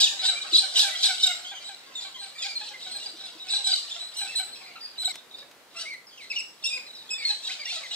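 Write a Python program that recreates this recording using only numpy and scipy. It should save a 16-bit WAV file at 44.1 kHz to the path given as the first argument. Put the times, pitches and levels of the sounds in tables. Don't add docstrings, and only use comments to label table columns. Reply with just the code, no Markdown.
import sys
import numpy as np
from scipy import signal
from scipy.fft import rfft, irfft, next_fast_len
from scipy.io import wavfile
from scipy.ndimage import uniform_filter1d, map_coordinates

SR = 44100
rng = np.random.default_rng(int(sys.argv[2]) if len(sys.argv) > 2 else 0)


def digitize_waveform(pressure):
    field = np.atleast_2d(pressure).T
    bounded = np.clip(field, -1, 1)
    quanta = np.round(bounded * 32767).astype(np.int16)
    wavfile.write(sys.argv[1], SR, quanta)


def natural_amplitude(level_db):
    exponent = np.asarray(level_db, float) / 20
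    return 10 ** exponent


N = 350595

# (frequency [Hz], relative density [dB per Hz])
HUSH_COLOUR = [(15, -60), (25, -25.5), (240, -6), (537, -3.5), (970, -5.5), (2010, -7), (15500, -21)]
# (frequency [Hz], likeness [-1 to 1])
HUSH_LIKENESS = [(60, 0.25), (300, 0.65), (700, 0.8), (4000, 0.056)]
# (time [s], level [dB])
WASH = [(0.0, -64.5), (2.5, -72), (3.0, -63), (3.6, -72), (5.0, -68), (5.3, -66), (6, -67.5), (7.95, -71)]
# (time [s], level [dB])
BUSTLE = [(0, -38), (1.3, -35.5), (1.6, -49), (4.5, -48), (6, -70), (7.1, -50), (7.9, -41)]
# (time [s], starting level before the tick filter [dB])
TICK_EVENTS = [(5.142, -31), (5.156, -23), (5.385, -37), (5.513, -36), (5.938, -34.5)]
# (time [s], level [dB])
KNOCK_EVENTS = [(0.523, -43), (3.133, -52), (3.35, -54.5), (5.122, -61)]
# (frequency [Hz], time to fall 60 dB [s])
ECHO_DECAY = [(500, 0.31), (4000, 0.32), (10000, 0.54)]
# (frequency [Hz], lead [rad])
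LEFT_LEAD = [(1200, 0.012), (2800, 1.4), (4100, 2.025), (7000, 1.97), (10500, 1.46)]
# (starting pitch [Hz], pitch scatter [share])
PITCH_SCATTER = [(800, .03), (2600, .011), (3700, .014)]
# (time [s], length before the extra tail [s], middle pitch [Hz], level [dB])
HONK_CALLS = [(0.101, 0.096, 769, -58.5), (0.217, 0.056, 727, -46), (0.275, 0.059, 753, -46.5),
              (0.44, 0.037, 771, -54), (.592, 0.029, 810, -49), (0.624, 0.039, 753, -44),
              (0.774, 0.076, 710, -62), (0.821, 0.071, 771, -41.5), (0.874, 0.037, 759, -44),
              (1.034, 0.073, 771, -51), (1.08, 0.053, 730.6, -41), (1.245, 0.094, 710.6, -45),
              (1.507, 0.053, 755, -52.5), (1.679, 0.065, 756, -55.5), (1.877, 0.18, 970, -69.5),
              (2.039, 0.042, 758, -53.5), (2.04, .07, 1074, -58.5), (2.149, 0.052, 964, -58.5),
              (2.203, 0.089, 763, -57), (2.434, 0.072, 754, -53.5), (2.597, 0.058, 828, -55.5),
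              (2.697, 0.062, 791, -59.5), (2.857, 0.067, 706, -58), (2.938, 0.07, 775, -58),
              (3.05, 0.051, 745, -58), (3.195, 0.11, 728, -65.5), (3.436, 0.089, 709, -62),
              (3.525, 0.038, 762, -47), (3.563, 0.077, 776, -58), (3.661, 0.059, 756, -49.5),
              (3.719, 0.04, 696, -50.5), (3.951, 0.047, 666, -56.5), (4.017, 0.03, 720, -57),
              (4.198, 0.087, 762, -52), (4.384, 0.05, 746, -46.5), (5.022, 0.035, 709, -52),
              (5.07, 0.03, 730, -46.5), (5.416, 0.035, 556, -59.5), (5.743, 0.13, 648, -60),
              (6.765, 0.029, 487, -53), (7.575, 0.061, 588, -65), (7.806, 0.071, 840, -70),
              (7.284, 0.065, 800, -50), (7.477, 0.062, 733, -54), (7.716, 0.034, 698, -50),
              (7.756, 0.037, 632, -53)]
HONK_OVERTONES = [6, 6.5, 6.5, 6.5, -38]
# (frequency [Hz], relative level [dB])
THROAT_COLOUR = [(120, -45), (400, -11), (1200, -12.5), (2200, -9), (2900, 7.5), (3900, 7), (4800, 9.5),
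                 (5700, 3.5), (6800, -1), (8000, -2), (9500, -15.5), (12000, -22), (15500, -52)]
# (peak time [s], hold [s], effort [dB])
SQUAWK_BURSTS = [(0, 0.0013, -19.5), (0.256, 0.012, -29.5), (0.395, 0.0089, -49), (0.56, 0.015, -26.5),
                 (0.786, 0.03, -23), (1.044, 0.0067, -23.5), (1.237, 0.012, -28), (1.636, 0.053, -47),
                 (2.02, 0.015, -45), (2.224, 0.04, -49.5), (2.44, 0.0097, -37.5), (2.607, 0.085, -45.5),
                 (2.815, 0.12, -46.5), (3.024, 0.022, -42.5), (3.2, 0.08, -46.5), (3.512, 0.053, -36.5),
                 (3.671, 0.095, -33.5), (3.883, 0.11, -44), (4.17, 0.13, -45), (4.36, .01, -39),
                 (4.453, 0.089, -63), (4.857, 0.018, -62), (5.022, 0.011, -44), (5.1, 0.0045, -41.5),
                 (5.38, .01, -54.5), (5.798, 0.016, -39), (6.216, .02, -51.5), (6.344, 0.011, -46),
                 (6.664, 0.0092, -45), (6.77, .01, -50), (7.291, 0.017, -36.5), (7.46, 0.07, -37.5),
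                 (7.691, 0.068, -37), (7.94, 0.013, -39.5)]
# (time [s], length [s], pitch [Hz], level [dB], octave overtone over the note [dB])
HELD_NOTES = [(.01, 0.029, 4580, -21, -32), (0.037, 0.021, 3440, -18, -6), (0.186, 0.041, 3950, -25.5, -21),
              (0.248, 0.0079, 4700, -14, -48), (0.249, 0.024, 3750, -16, -15),
              (0.271, 0.036, 3930, -17, -11), (0.411, 0.025, 3890, -28, -18), (.529, 0.043, 3962, -16, -27),
              (0.543, 0.017, 4580, -19, -23), (0.575, 0.026, 4085, -12.5, -13),
              (0.755, 0.046, 2980, -24, -12), (0.759, 0.022, 3820, -12, -34),
              (0.787, 0.032, 3776, -18, -17), (0.914, 0.045, 1980, -34, -17),
              (0.947, 0.024, 3240, -28.5, -20), (1.026, .012, 4850, -20, -20),
              (1.027, 0.021, 3985, -14, -42), (1.051, 0.027, 3975, -16, -10.5),
              (1.228, 0.026, 3776, -10, -20), (1.26, 0.019, 3817, -18, -6.5),
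              (0.821, 0.015, 3900, -23, -14), (1.639, 0.059, 3910, -36, -10.5),
              (1.742, 0.01, 4100, -31, -17), (2.021, 0.072, 4015, -39.5, -16),
              (2.186, 0.068, 4067, -36.5, -11.5), (2.347, 0.048, 2330, -46, -3),
              (2.422, 0.041, 2000, -44, -12), (2.549, 0.037, 4170, -31, -20),
              (2.835, 0.076, 3860, -38, -17), (2.909, 0.069, 4156, -34, -10), (2.951, 0.032, 4036, -37, -6),
              (3.055, 0.021, 4770, -28.5, -35), (3.064, 0.047, 4030, -39, -14),
              (3.198, 0.032, 3840, -36, -28), (3.234, 0.038, 3990, -36, -18),
              (3.394, 0.053, 3815, -37.5, -23), (3.516, 0.064, 3984, -20.5, -13.5),
              (3.64, 0.057, 3940, -22.5, -9), (3.711, 0.028, 4690, -24, -32),
              (3.714, 0.012, 3865, -19, -21), (3.732, 0.017, 4020, -16.5, -20),
              (3.909, 0.026, 3560, -30, -12), (3.957, 0.015, 3240, -33.5, -12),
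              (3.988, 0.095, 3980, -36, -14), (4.152, 0.072, 2895, -41, -3),
              (4.163, 0.077, 4020, -29, -6.5), (4.244, 0.031, 3890, -35.5, -8),
              (4.266, 0.051, 2640, -37.5, -13), (4.353, 0.053, 3990, -25, -6.5),
              (4.401, 0.025, 4060, -31.5, -8), (4.524, 0.031, 4050, -40.5, -20),
              (4.549, 0.032, 5330, -52, -14), (3.54, .015, 5800, -31, -30), (1.199, .025, 3040, -29, -20),
              (4.752, 0.037, 1352, -45, -0.5), (4.635, .035, 4280, -46, -25),
              (4.957, .025, 3000, -47.5, -23), (4.763, 0.043, 4120, -58, -20),
              (4.783, 0.04, 3790, -48.5, -20), (4.819, 0.03, 1844, -52, -15),
              (4.805, 0.064, 4770, -35.5, -22), (4.978, 0.018, 3995, -26.5, -18),
              (4.992, 0.048, 3980, -32.5, -6), (5.044, 0.037, 3840, -23.5, -6),
              (5.047, 0.016, 3984, -23, -15), (5.132, 0.042, 3430, -50, -25),
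              (5.157, 0.052, 3830, -47.5, -21), (5.307, .038, 3850, -44.5, -24),
              (5.337, 0.025, 3720, -39, -31), (5.367, .05, 4850, -51, -23), (5.382, 0.054, 3770, -44, -22),
              (5.79, 0.012, 3420, -37, -17), (6.1, .05, 4830, -52, -20), (6.21, 0.045, 4150, -47, -13),
              (6.23, 0.055, 2113, -46, -5), (6.298, 0.027, 2610, -29.5, -5),
              (6.636, 0.046, 2710, -26.5, -2), (6.699, 0.075, 2480, -29.5, -4),
              (6.924, 0.11, 3850, -43, -20.5), (7.101, 0.046, 2570, -30, -1.5),
              (7.139, 0.036, 3550, -34, -14), (7.177, 0.056, 4570, -37, -21), (7.333, 0.037, 3840, -43, -5),
              (7.155, 0.22, 1900, -53.5, -18), (7.19, 0.067, 3880, -44, -22),
              (7.432, 0.069, 3825, -31, -17), (7.595, 0.028, 4780, -38, -28),
              (7.65, 0.058, 2800, -40, -5.5), (7.664, 0.076, 3560, -37.5, -16),
              (7.693, .045, 4280, -37, -32), (7.908, 0.032, 2890, -38, -9), (7.65, 0.017, 5600, -37.5, -35)]
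# (time [s], length [s], start pitch [Hz], end pitch [Hz], level [dB])
SLIDING_NOTES = [(.003, 0.05, 3955, 3670, -15.5), (0.052, 0.037, 3560, 2370, -25),
                 (0.35, 0.047, 2290, 2390, -34), (0.796, 0.02, 4520, 4840, -35),
                 (1.444, 0.085, 3076, 3540, -35), (1.548, 0.047, 3230, 2975, -36),
                 (1.95, 0.054, 3766, 3440, -31.5), (2.138, 0.05, 3130, 3380, -42.5),
                 (2.38, 0.063, 3680, 3240, -35.5), (2.347, .045, 1930, 1780, -54.5),
                 (2.417, 0.058, 2636, 2144, -36), (2.422, 0.052, 5100, 4070, -34),
                 (2.484, 0.058, 2420, 2284, -38), (2.491, 0.045, 4840, 4640, -34),
                 (2.733, 0.04, 2065, 2000, -40), (2.808, 0.045, 3830, 3850, -41.5),
                 (3.496, 0.042, 3810, 4197, -25), (4.306, 0.052, 2350, 1810, -49),
                 (4.554, 0.073, 2653, 2586, -49.5), (4.409, 0.04, 2380, 1940, -58),
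                 (4.603, 0.11, 2390, 2040, -52), (4.657, 0.075, 2453, 2240, -48.5),
                 (4.842, 0.03, 4660, 4350, -47), (5.083, 0.042, 2400, 2050, -39.5),
                 (5.74, 0.11, 1138, 1714, -51), (5.76, 0.07, 2647, 2980, -39.5),
                 (5.851, 0.056, 2044, 2390, -37.5), (5.896, 0.062, 2310, 1990, -36.5),
                 (6.065, 0.042, 5530, 4680, -45.5), (6.108, 0.093, 3370, 3050, -49),
                 (6.17, 0.063, 3000, 1970, -44), (6.313, 0.023, 2720, 1990, -30.5),
                 (6.328, 0.021, 2055, 2700, -31), (6.357, 0.044, 2935, 2570, -24),
                 (6.382, 0.031, 2662, 2563, -29.5), (6.396, 0.02, 2680, 1950, -38),
                 (6.623, 0.029, 3990, 2640, -39), (6.651, 0.0232, 3266, 3825, -26),
                 (6.665, 0.039, 3826, 3550, -26.5), (6.771, 0.014, 2470, 2020, -35),
                 (6.789, 0.1, 2370, 2500, -48.5), (6.86, 0.059, 4150, 3750, -40.5),
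                 (6.862, 0.019, 2450, 1760, -46.5), (6.949, 0.059, 5580, 3780, -45.5),
                 (7.214, 0.045, 2420, 3370, -48), (7.087, 0.018, 3300, 3700, -37),
                 (7.179, 0.098, 2365, 2113, -36.5), (7.246, 0.05, 4400, 4164, -21),
                 (7.283, 0.036, 4324, 3905, -20), (7.487, 0.057, 1810, 3370, -36.5),
                 (7.589, 0.054, 2470, 2114, -40.5), (7.659, 0.068, 1860, 2740, -40.5),
                 (7.716, 0.064, 3010, 3970, -38), (7.814, 0.03, 3060, 2140, -42),
                 (7.83, 0.043, 2200, 1910, -39), (7.908, 0.052, 3900, 3720, -31.5)]
# (start pitch [Hz], level over the note [dB])
SLIDE_OVERTONE = [(1200, -1), (1800, -32), (2600, 0), (3100, -15.5), (3700, -7), (4400, -25)]

HUSH_DB = -55
HONK_SAG = 0.119
RISE_DB_PER_S, FALL_DB_PER_S = 284, 256
LULL_DB = -7
CUT_S, CUT_DB = 5.118, -21


def unit(x):
    return x / np.sqrt(np.mean(x ** 2) + 1e-20)


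def along(points, hz):
    f, v = np.transpose(points)
    return np.interp(np.log(hz + 1), np.log(f + 1), v)


def curve(points):
    s, values = np.transpose(points)
    return np.interp(np.arange(N) / SR, s, values)


def wobble(rate):
    knots = rng.standard_normal(int(N * rate / SR) + 4)
    return map_coordinates(knots, [np.arange(N) * rate / SR])


def filtered(x, response):
    m = next_fast_len(N + SR // 2)
    return irfft(rfft(x, m) * response(np.fft.rfftfreq(m, 1 / SR)), m)[..., :N]


def coloured(x, spectrum):
    return unit(filtered(x, lambda hz: natural_amplitude(along(spectrum, hz))))


def sing(calls, flutter_db, edge_s, fade=1, faint_db=-99, bend=1):
    out = np.zeros(N + SR)
    drift, size_drift = wobble(320), natural_amplitude(flutter_db * wobble(110))
    tone_drift = natural_amplitude(flutter_db * np.array([wobble(45) for _ in range(5)]))
    for s, length, start_hz, end_hz, db, tones_db in calls:
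        at = round(s * SR)
        t = np.arange(min(round(length * SR), N - at)) / SR
        span = slice(at, at + len(t))
        waver = along(PITCH_SCATTER, start_hz) * (1 + max(0, faint_db - db) / 8)
        glide = start_hz + (end_hz - start_hz) * (t / length) ** bend
        hz = glide * (1 + waver * drift[span])
        phase = 2 * np.pi * np.cumsum(hz) / SR
        edges = np.minimum(t, (length - t) / fade) / edge_s
        shape = np.sin(np.pi / 2 * np.clip(edges, 0, 1)) ** 2
        stack = np.zeros(len(t))
        for k, tone_db in enumerate(tones_db):
            audible = (k + 1) * hz < SR / 2
            stack += natural_amplitude(tone_db) * tone_drift[k, span] * np.sin((k + 1) * phase) * audible
        out[span] += natural_amplitude(db) * shape * size_drift[span] * stack
    return out[:N]


def crowd(count, centre_hz, spread, tones_db):
    s, length = rng.uniform([0, .008], [N / SR - .01, .03], (count, 2)).T
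    pitch, glide, size = rng.standard_normal((count, 3)).T
    start_hz = centre_hz * np.exp(spread * pitch)
    end_hz = start_hz * (.95 + .04 * glide)
    calls = [(*row, tones_db) for row in zip(s, length, start_hz, end_hz, 2 * size)]
    return unit(sing(calls, flutter_db=2.0, edge_s=0.0056))


def hush():
    def mid_side(hz):
        turn = np.arccos(np.clip(along(HUSH_LIKENESS, hz), -1, 1)) / 2
        return np.array([np.cos(turn), np.sin(turn)])

    mid, side = filtered(rng.standard_normal((2, N)), mid_side)
    air = coloured(np.array([mid + side, mid - side]), HUSH_COLOUR)
    low = filtered(air, lambda hz: hz ** 2 / (hz ** 2 + 150 ** 2) / (1 + (hz / 600) ** 4))
    wash_db = curve(WASH) + 1.5 * wobble(8)
    lapping = (natural_amplitude(wash_db - wash_db.mean()) - 1) * low
    return natural_amplitude(HUSH_DB + 0.55 * wobble(3.44)) * (air + lapping)


def banks(x):
    out, step = np.zeros((2, N + 2 * SR)), SR // 4
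    for at in range(0, N, step):
        hz, t, z = signal.stft(rng.standard_normal((2, SR // 2)), SR, nperseg=256)
        swell = 1 - np.exp(-t / .01)
        decay = natural_amplitude(-60 * t / along(ECHO_DECAY, hz)[:, None])
        tail = signal.istft(z * swell * decay, SR, nperseg=256)[1]
        tail = tail / np.linalg.norm(tail[0])
        wet = signal.fftconvolve(x[None, at:at + step], tail, axes=1)
        out[:, at + 300:][:, :wet.shape[1]] += wet
    return filtered(out[:, :N], lambda hz: hz ** 4 / (hz ** 4 + 140.0 ** 4))


def murmur():
    return natural_amplitude(curve(BUSTLE)) * crowd(count=400, centre_hz=740, spread=.16, tones_db=HONK_OVERTONES)


def ticks():
    out, t = np.zeros(N + SR), np.arange(SR // 50) / SR
    for s, db in TICK_EVENTS:
        out[round(s * SR):][:len(t)] += natural_amplitude(db - 60 * t / 0.028) * rng.standard_normal(len(t))
    return filtered(out[:N], lambda hz: hz / (hz + 700) / (1 + (hz / 5000) ** 2))


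def knocks():
    calls = [(s, .03, 350, 300, db, [0]) for s, db in KNOCK_EVENTS]
    return sing(calls, flutter_db=1.5, edge_s=0.0052)


def honks():
    up, down = 1 + HONK_SAG / 2, 1 - HONK_SAG / 2
    calls = [(s, length + 0.017, hz * up, hz * down, db, HONK_OVERTONES)
             for s, length, hz, db in HONK_CALLS]
    return sing(calls, flutter_db=2.2, edge_s=.018, fade=3, bend=1.8)


def effort():
    t = np.arange(N) / SR
    power = natural_amplitude(curve(BUSTLE) + LULL_DB) ** 2
    for s, hold, db in SQUAWK_BURSTS:
        rise = RISE_DB_PER_S * np.maximum(s - t, 0)
        fall = FALL_DB_PER_S * np.maximum(t - s - hold, 0)
        power = power + natural_amplitude(db - rise - fall) ** 2
    return 10 * np.log10(power)


def voice():
    cycle = np.cumsum(820 * (1 + .09 * wobble(22) + .03 * wobble(300))) / SR
    pulses = np.diff(np.floor(cycle), prepend=0) * natural_amplitude(2 * wobble(350))
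    puffs = (1 + np.cos(2 * np.pi * cycle)) * rng.standard_normal(N)
    z = signal.stft(unit(pulses) + .4 * unit(puffs), nperseg=128)[2]
    flares = uniform_filter1d(rng.standard_normal(z.shape), size=2, axis=0)
    flares = uniform_filter1d(flares, size=6, axis=1)
    return signal.istft(z * natural_amplitude(5 * unit(flares)), nperseg=128)[1][:N]


def squawks():
    effort_db = effort()
    smear = lambda hz: np.exp(-1j * np.pi * .002 * hz ** 2 / 8000)
    throat = filtered(coloured(voice(), THROAT_COLOUR), smear)
    top = filtered(throat, lambda hz: hz ** 4 / (hz ** 4 + 13840.0 ** 4))
    hoarse = throat + (natural_amplitude(0.9 * (effort_db + 44.0)) - 1) * top
    near_chirps = crowd(count=1800, centre_hz=4000, spread=.04, tones_db=(0, -16))
    ahead_chirps = crowd(count=1800, centre_hz=4000, spread=.15, tones_db=(0, -16))
    near = hoarse + natural_amplitude(-2) * near_chirps
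    ahead = natural_amplitude(-2) * ahead_chirps
    return natural_amplitude(effort_db) * near, natural_amplitude(effort_db) * ahead


def piping():
    held = [(s, length, hz, hz, db, octave_db) for s, length, hz, db, octave_db in HELD_NOTES]
    slid = [(*row, along(SLIDE_OVERTONE, row[2])) for row in SLIDING_NOTES]
    calls = []
    for *row, octave_db in held + slid:
        tones_db = (0, octave_db, 4.05 * octave_db, 1.7 * octave_db - 24.5, 1.1 * octave_db - 34)
        calls.append((*row, tones_db))
    return sing(calls, flutter_db=1.8, edge_s=.008, fade=.8, faint_db=-33)


def ports(group):
    def response(hz):
        tilt = natural_amplitude(np.outer([-1, 1], 1.6 * (hz > 7000)))
        return tilt * np.exp(.5j * np.outer([1, -1], along(LEFT_LEAD, hz)))

    return filtered(group, response)


def scene():
    near, ahead = squawks()
    group = piping() + honks() + near
    heard_far = group + ahead + murmur()
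    direct = ports(group) + ahead
    early = np.arange(N) < CUT_S * SR
    old_echo = banks(heard_far * early) * np.where(early, 1, natural_amplitude(CUT_DB))
    new_echo = natural_amplitude(-1.0) * banks(heard_far * ~early)
    return direct + natural_amplitude(-4) * (old_echo + new_echo) + ticks() + knocks() + hush()


def band_limit(x):
    return signal.sosfilt(signal.butter(12, 15720, fs=SR, output="sos"), x)


def record(dry):
    mix = filtered(dry, lambda hz: hz < 15720)
    return band_limit(mix)


dry = scene()
out = record(dry)
digitize_waveform(out)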